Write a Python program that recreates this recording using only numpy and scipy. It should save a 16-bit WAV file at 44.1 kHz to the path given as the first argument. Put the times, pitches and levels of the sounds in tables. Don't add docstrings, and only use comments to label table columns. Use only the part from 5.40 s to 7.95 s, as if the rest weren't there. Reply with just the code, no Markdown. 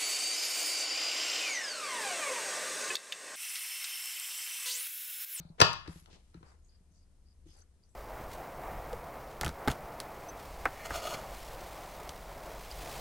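import sys
import numpy as np
from scipy import signal
from scipy.io import wavfile

SR = 44100
rng = np.random.default_rng(int(sys.argv[2]) if len(sys.argv) > 2 else 0)


def volts(x):
    e = np.asarray(x, float) / 20
    return 10 ** e


def dump(signal):
    limited = np.clip(np.atleast_2d(signal).T, -1, 1)
    pcm = np.round(limited * 32767).astype(np.int16)
    wavfile.write(sys.argv[1], SR, pcm)


N = 112454
PAD = int(.2 * SR)
LEFT_RIGHT = np.array([[1], [-1]])


def rms_one(x):
    return x / np.sqrt(np.mean(x ** 2) + 1e-20)


def at_hz(points, hz):
    table_hz, value = np.transpose(points)
    return np.interp(np.log(hz), np.log(table_hz), value)


def ring(x, hz, t60_s):
    r = volts(-60 / (t60_s * SR))
    w = 2 * np.pi * hz / SR
    return signal.lfilter([0, np.sin(w)], [1, -2 * r * np.cos(w), r * r], x + 1e-18)


def band(x, low_hz, high_hz):
    edges_hz = [max(low_hz, 10), min(high_hz, .45 * SR)]
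    return signal.sosfilt(signal.butter(2, edges_hz, "band", fs=SR, output="sos"), x)


def bands(length, likeness):
    edges_hz = 45 * 2 ** np.arange(0, 8.6, .5)
    white = rng.standard_normal((2, 2, length))
    for k, (low_hz, high_hz) in enumerate(zip(edges_hz, edges_hz[1:])):
        hz = np.sqrt(low_hz * high_hz)
        mid, side = band(white[k % 2], low_hz, high_hz)
        alike = np.clip(at_hz(likeness, hz), -1, 1)
        yield hz, np.sqrt(1 + alike) * mid + np.sqrt(1 - alike) * side * LEFT_RIGHT


# pitch_hz, level_db [rms], width_hz
HUM = [(29, -65.5, 1.5), (60.5, -68, 1.6), (75.4, -64.5, 9), (182.5, -80.5, 7.3)]
# freq_hz, density_db [per Hz]
AIR = [(100, -3), (200, -4), (500, -12), (1000, -19), (3000, -25), (5500, -23), (9000, -23), (12000, -20)]
# freq_hz, likeness [left-right, -1..1]
AIR_LIKENESS = [(60, .95), (130, .91), (500, .9), (2500, .3), (9000, 0), (11000, .85)]
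AIR_DB = -73.5


def background():
    air = 0
    for hz, noise in bands(N + PAD, AIR_LIKENESS):
        if hz > 90:
            air = air + volts(at_hz(AIR, hz)) * noise
    hum = 0
    for hz, level_db, width_hz in HUM:
        white = rng.standard_normal((2, N + SR))
        mid, side = ring(white, hz, 2.4 / width_hz)[:, SR:]
        hum = hum + volts(level_db) * rms_one(mid + .2 * side * LEFT_RIGHT)
    return volts(AIR_DB) * rms_one(air[:, PAD:]) + hum


# start_s, peak_db, bright_db
CLACKS = [(-.09, -32, 2.5), (.183, -37.5, -16), (0.1915, -41.5, -10), (0.194, -34.5, -7), (0.199, -31, 2),
          (0.202, -15, 3), (.2036, -14, 3), (.2065, -15.5, -10), (0.207, -17.5, -9.5), (0.2125, -11.5, 2),
          (.2138, -8.5, 2), (0.2152, -7, 3.5), (0.218, -6.5, -3), (0.2209, -11.5, -2), (0.2271, -20, -4),
          (.233, -24, -2), (0.2449, -24, -2), (0.331, -53.5, 14.5), (0.476, -43, 3.5), (0.659, -51, 3),
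          (.943, -46.5, -1.5), (1.029, -37.5, -10)]
# pitch_hz, level_db
LID_BOWL = [(105, -6.5), (360, -17.5), (474, -5.5), (720, -4.5), (926, -2), (1100, -2), (1400, -2), (1825, -8.5),
            (2514, -6.5), (3000, -5), (3790, -5), (4150, -4), (4850, -2), (5500, -3),
            (410, -16.5), (620, -6.5), (1010, -3.5), (1250, -3.5), (1600, -12), (2150, -10), (3400, -8),
        (4500, -5.5), (6300, -10), (7400, -16), (9200, -17), (11900, -8)]
TOUCHES, TOUCH_GAP_S, TOUCH_FADE_DB = 5, .0012, 2.0
LID_T60_S, LID_DAMPING = .014, .44
CRACK_DB, CRACK_S, CRACK_TOP_HZ = -17, .00074, 6500


def lid():
    start_s, peak_db, bright_db = np.transpose(CLACKS)[..., None]
    shape = (len(CLACKS), TOUCHES)
    gaps = np.abs(rng.standard_normal(shape))
    steps = np.cumsum(gaps, axis=1) - gaps[:, :1]
    at = (PAD + (start_s + TOUCH_GAP_S * steps) * SR).astype(int)
    touch_db = peak_db - TOUCH_FADE_DB * np.arange(TOUCHES)

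    rings = np.zeros(N + PAD)
    for hz, level_db in LID_BOWL:
        octaves_up = max(np.log2(hz / 400), 0)
        spread_db = 1.0 * rng.standard_normal(shape)
        mode_db = level_db - 8.0 + bright_db * octaves_up / 2 + spread_db
        clicks = np.zeros(N + PAD)
        np.add.at(clicks, at, rng.choice([-1, 1], shape) * volts(touch_db + mode_db))
        rings += ring(clicks, hz, LID_T60_S * (hz / 1000) ** -LID_DAMPING)

    kick = np.zeros(N + PAD)
    np.add.at(kick, at, volts(touch_db + CRACK_DB + 1.8 * bright_db))
    puff = signal.lfilter([1], [1, -np.exp(-1 / (CRACK_S * SR))], kick + 1e-18)
    hiss = rms_one(band(rng.standard_normal(N + PAD), 700, CRACK_TOP_HZ))
    return band(rings + puff * hiss, 80, 11000)


# start_s, hold_s
BRUSH_TIMES = [(-.02, .14), (.178, .005), (.465, .10), (.51, .07), (.66, .08), (.695, .02), (.62, .45),
               (.925, .02), (1.03, .07), (1.045, .06), (1.30, .03), (1.515, .05), (2.05, .12), (2.15, .05),
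               (2.14, .04), (2.47, .08), (.44, .02)]
# level_db, centre_hz, reach_octaves [each way]
BRUSHES = [(-71.5, 700, 0.35), (-51.5, 1200, 1.5), (-60, 2000, 3.3), (-65, 11540, 0.11), (-63.5, 360, 1.57),
           (-60.5, 2240, 1.27), (-78, 1500, 3.31), (-71, 790, 1.47), (-66.5, 660, 1.45), (-75, 3370, 1.36),
           (-83, 1800, 1.2), (-80, 6040, 0.4), (-71.5, 1900, 2.63), (-84, 12000, 1.2), (-72.5, 480, 0.46),
           (-79.5, 11000, 0.3), (-56.5, 870, 1.43)]
BRUSH_GRAIN_DB, BRUSH_ATTACK_S, BRUSH_T60_S = 1.5, .025, .24


def brushes():
    t = np.arange(N) / SR
    white = rng.standard_normal((2, N))
    grain = volts(BRUSH_GRAIN_DB * rms_one(band(rng.standard_normal(N), 5.5, 100)))
    out = 0
    for (start_s, hold_s), (level_db, hz, octaves) in zip(BRUSH_TIMES, BRUSHES):
        rise = np.clip((t - start_s) / BRUSH_ATTACK_S, 0, 1)
        after_s = np.maximum(t - start_s - BRUSH_ATTACK_S - hold_s, 0)
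        swell = rise * volts(-60 * after_s / BRUSH_T60_S)
        rub = rms_one(band(white, hz * 2 ** -octaves, hz * 2 ** octaves))
        out = out + volts(level_db) * swell * rub
    return out * grain


# start_s, peak_db, low_mode_db, high_mode_db [re middle mode]
THUDS = [(-.002, -39.5, -40, -11.5), (0.051, -43.5, -30, -33), (.101, -42, -21, -16.5),
         (0.217, -34.5, 7.5, 6), (0.243, -33, -9, -12), (0.292, -43, -23, -23), (0.328, -46.5, -19, -13),
         (0.388, -56, 8, -9), (.481, -49, 15, 14.5), (.494, -38, 4.5, -24), (0.559, -43.5, 2.5, -7),
         (0.623, -56, 11, -14), (0.731, -55.5, -5, -1), (.949, -45.5, -8.5, 2), (.972, -46.5, 1, -18),
         (1.01, -54, 9, -1), (1.408, -63, 15, -15), (1.508, -61, 8, -4.5), (2.058, -66.5, 3, 11.5),
         (2.064, -62.5, 6, 13.5), (2.09, -58, 7, 1)]
# pitch_hz, t60_s
COUNTER = [(82, 0.037), (165, 0.11), (320, 0.047)]
THUD_SOFT_HZ = 454


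def thuds():
    start_s, peak_db, low_db, high_db = np.transpose(THUDS)
    soft = signal.butter(2, THUD_SOFT_HZ, fs=SR, output="sos")
    out = 0
    for (hz, t60_s), share_db in zip(COUNTER, (low_db, 0, high_db)):
        clicks = np.zeros(N + PAD)
        clicks[PAD + (start_s * SR).astype(int)] = volts(peak_db + share_db)
        pushes = signal.sosfilt(soft, clicks + 1e-18)
        out = out + ring(pushes, hz, t60_s)
    return band(out, 55, 2000)


# start_s, level_db, pitch_hz, hold_s
TINKLES = [(1.22, -80.5, 6644, 0.059), (1.226, -82.5, 7980, 0.028), (1.28, -76.5, 4780, 0.071),
           (1.508, -82, 6200, 0.072), (1.547, -80, 4800, 0.073), (1.854, -79.5, 4900, 0.054),
           (2.058, -76.5, 6275, .08), (2.07, -74.5, 3240, 0.027), (2.079, -72.5, 5020, 0.041),
           (2.108, -74.5, 4820, 0.037), (2.144, -72.5, 816, 0.036), (2.155, -75.5, 7760, 0.051),
           (2.158, -71, 10900, 0.028), (2.167, -71.5, 6140, 0.036), (2.162, -75.5, 4670, 0.039),
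           (2.156, -77, 1380, 0.031), (2.209, -77.5, 1400, 0.0076), (2.071, -80, 11300, .07),
           (2.1, -87, 9140, 0.09), (2.422, -80.5, 4740, 0.017), (2.485, -80, 7880, .06),
           (2.43, -83.5, 5980, 0.054), (0, -78, 4220, 0.092), (1.05, -75, 4760, .04)]
TINKLE_WIDTH_HZ, TINKLE_RISE_S, TINKLE_T60_S, TINKLE_FLUTTER_DB = 480, .015, .1, 3.5


def tinkles():
    t = np.arange(N) / SR
    white = rng.standard_normal((2, N))
    flutter = rms_one(band(rng.standard_normal((len(TINKLES), N)), 15, 90))
    out = 0
    for (start_s, level_db, hz, hold_s), shake in zip(TINKLES, flutter):
        shimmer = rms_one(band(white, hz - TINKLE_WIDTH_HZ / 2, hz + TINKLE_WIDTH_HZ / 2))
        rise = np.clip((t - start_s) / TINKLE_RISE_S, 0, 1)
        after_s = np.maximum(t - start_s - TINKLE_RISE_S - hold_s, 0)
        decay_db = -60 * after_s / TINKLE_T60_S
        out = out + volts(level_db + TINKLE_FLUTTER_DB * shake + decay_db) * rise * shimmer
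    return out


# freq_hz, t60_s
ROOM_T60 = [(100, 0.63), (500, 0.26), (1200, 0.42), (4000, 0.38), (7000, .3), (12000, 0.26)]
# freq_hz, level_db
ROOM_COLOUR = [(100, -7), (500, -5), (1200, -1), (2000, -0.5), (4200, 0), (7000, -4), (12000, -10.5)]
# freq_hz, likeness [left-right, -1..1]
ROOM_LIKENESS = [(100, -0.54), (300, .8), (600, 1), (1200, -0.13), (4000, -0.3), (12000, .3)]
ROOM_DB, ROOM_RISE_S, ROOM_LEFT_DB = -12, .0013, 2.5


def kitchen(x):
    t = np.arange(int(.7 * SR)) / SR
    tail = 0
    for hz, noise in bands(len(t), ROOM_LIKENESS):
        tail = tail + volts(at_hz(ROOM_COLOUR, hz) - 60 * t / at_hz(ROOM_T60, hz)) * noise
    tail = tail * (1 - np.exp(-t / ROOM_RISE_S))
    tail = tail / np.sqrt(np.sum(tail ** 2) / 2)
    wet = signal.fftconvolve(x[None], tail, axes=1)[:, :len(x)]
    return volts(ROOM_DB + ROOM_LEFT_DB * LEFT_RIGHT) * wet


RIGHT_LAG_S, RIGHT_DB, RIGHT_CUT_HZ = .00047, -3.5, 3000
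RIGHT_TOP_HZ, RIGHT_TOP_DB = 8076, -1.5
THUD_LEFT_DB, HAND_LEFT_DB = 1.5, 1.3


def scene():
    clack, thud = lid(), thuds()
    n = np.arange(N + PAD)
    late = np.interp(n - RIGHT_LAG_S * SR, n, clack)
    dull = signal.lfilter(*signal.butter(1, RIGHT_CUT_HZ, fs=SR), late)
    top = band(clack, RIGHT_TOP_HZ, 15000)
    right = volts(RIGHT_DB) * dull + volts(RIGHT_TOP_DB) * top
    near = np.array([clack, right]) + thud * volts(THUD_LEFT_DB * LEFT_RIGHT)
    machine = (near + kitchen(clack + .34 * thud))[:, PAD:]
    return machine + volts(HAND_LEFT_DB * LEFT_RIGHT) * (brushes() + tinkles() + background())


def low_pass(x):
    return signal.sosfilt(signal.butter(12, 12620, fs=SR, output="sos"), x)


def record(dry):
    ceiling = 1.1
    rounded = ceiling * np.tanh(dry / ceiling)
    top_cut = signal.cheby2(10, 60, 13000, fs=SR, output="sos")
    gap = signal.cheby2(3, 16, [9750, 10550], "bandstop", fs=SR, output="sos")
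    mix = signal.sosfilt(gap, signal.sosfilt(top_cut, rounded))
    return low_pass(mix)


dry = scene()
out = record(dry)
dump(out)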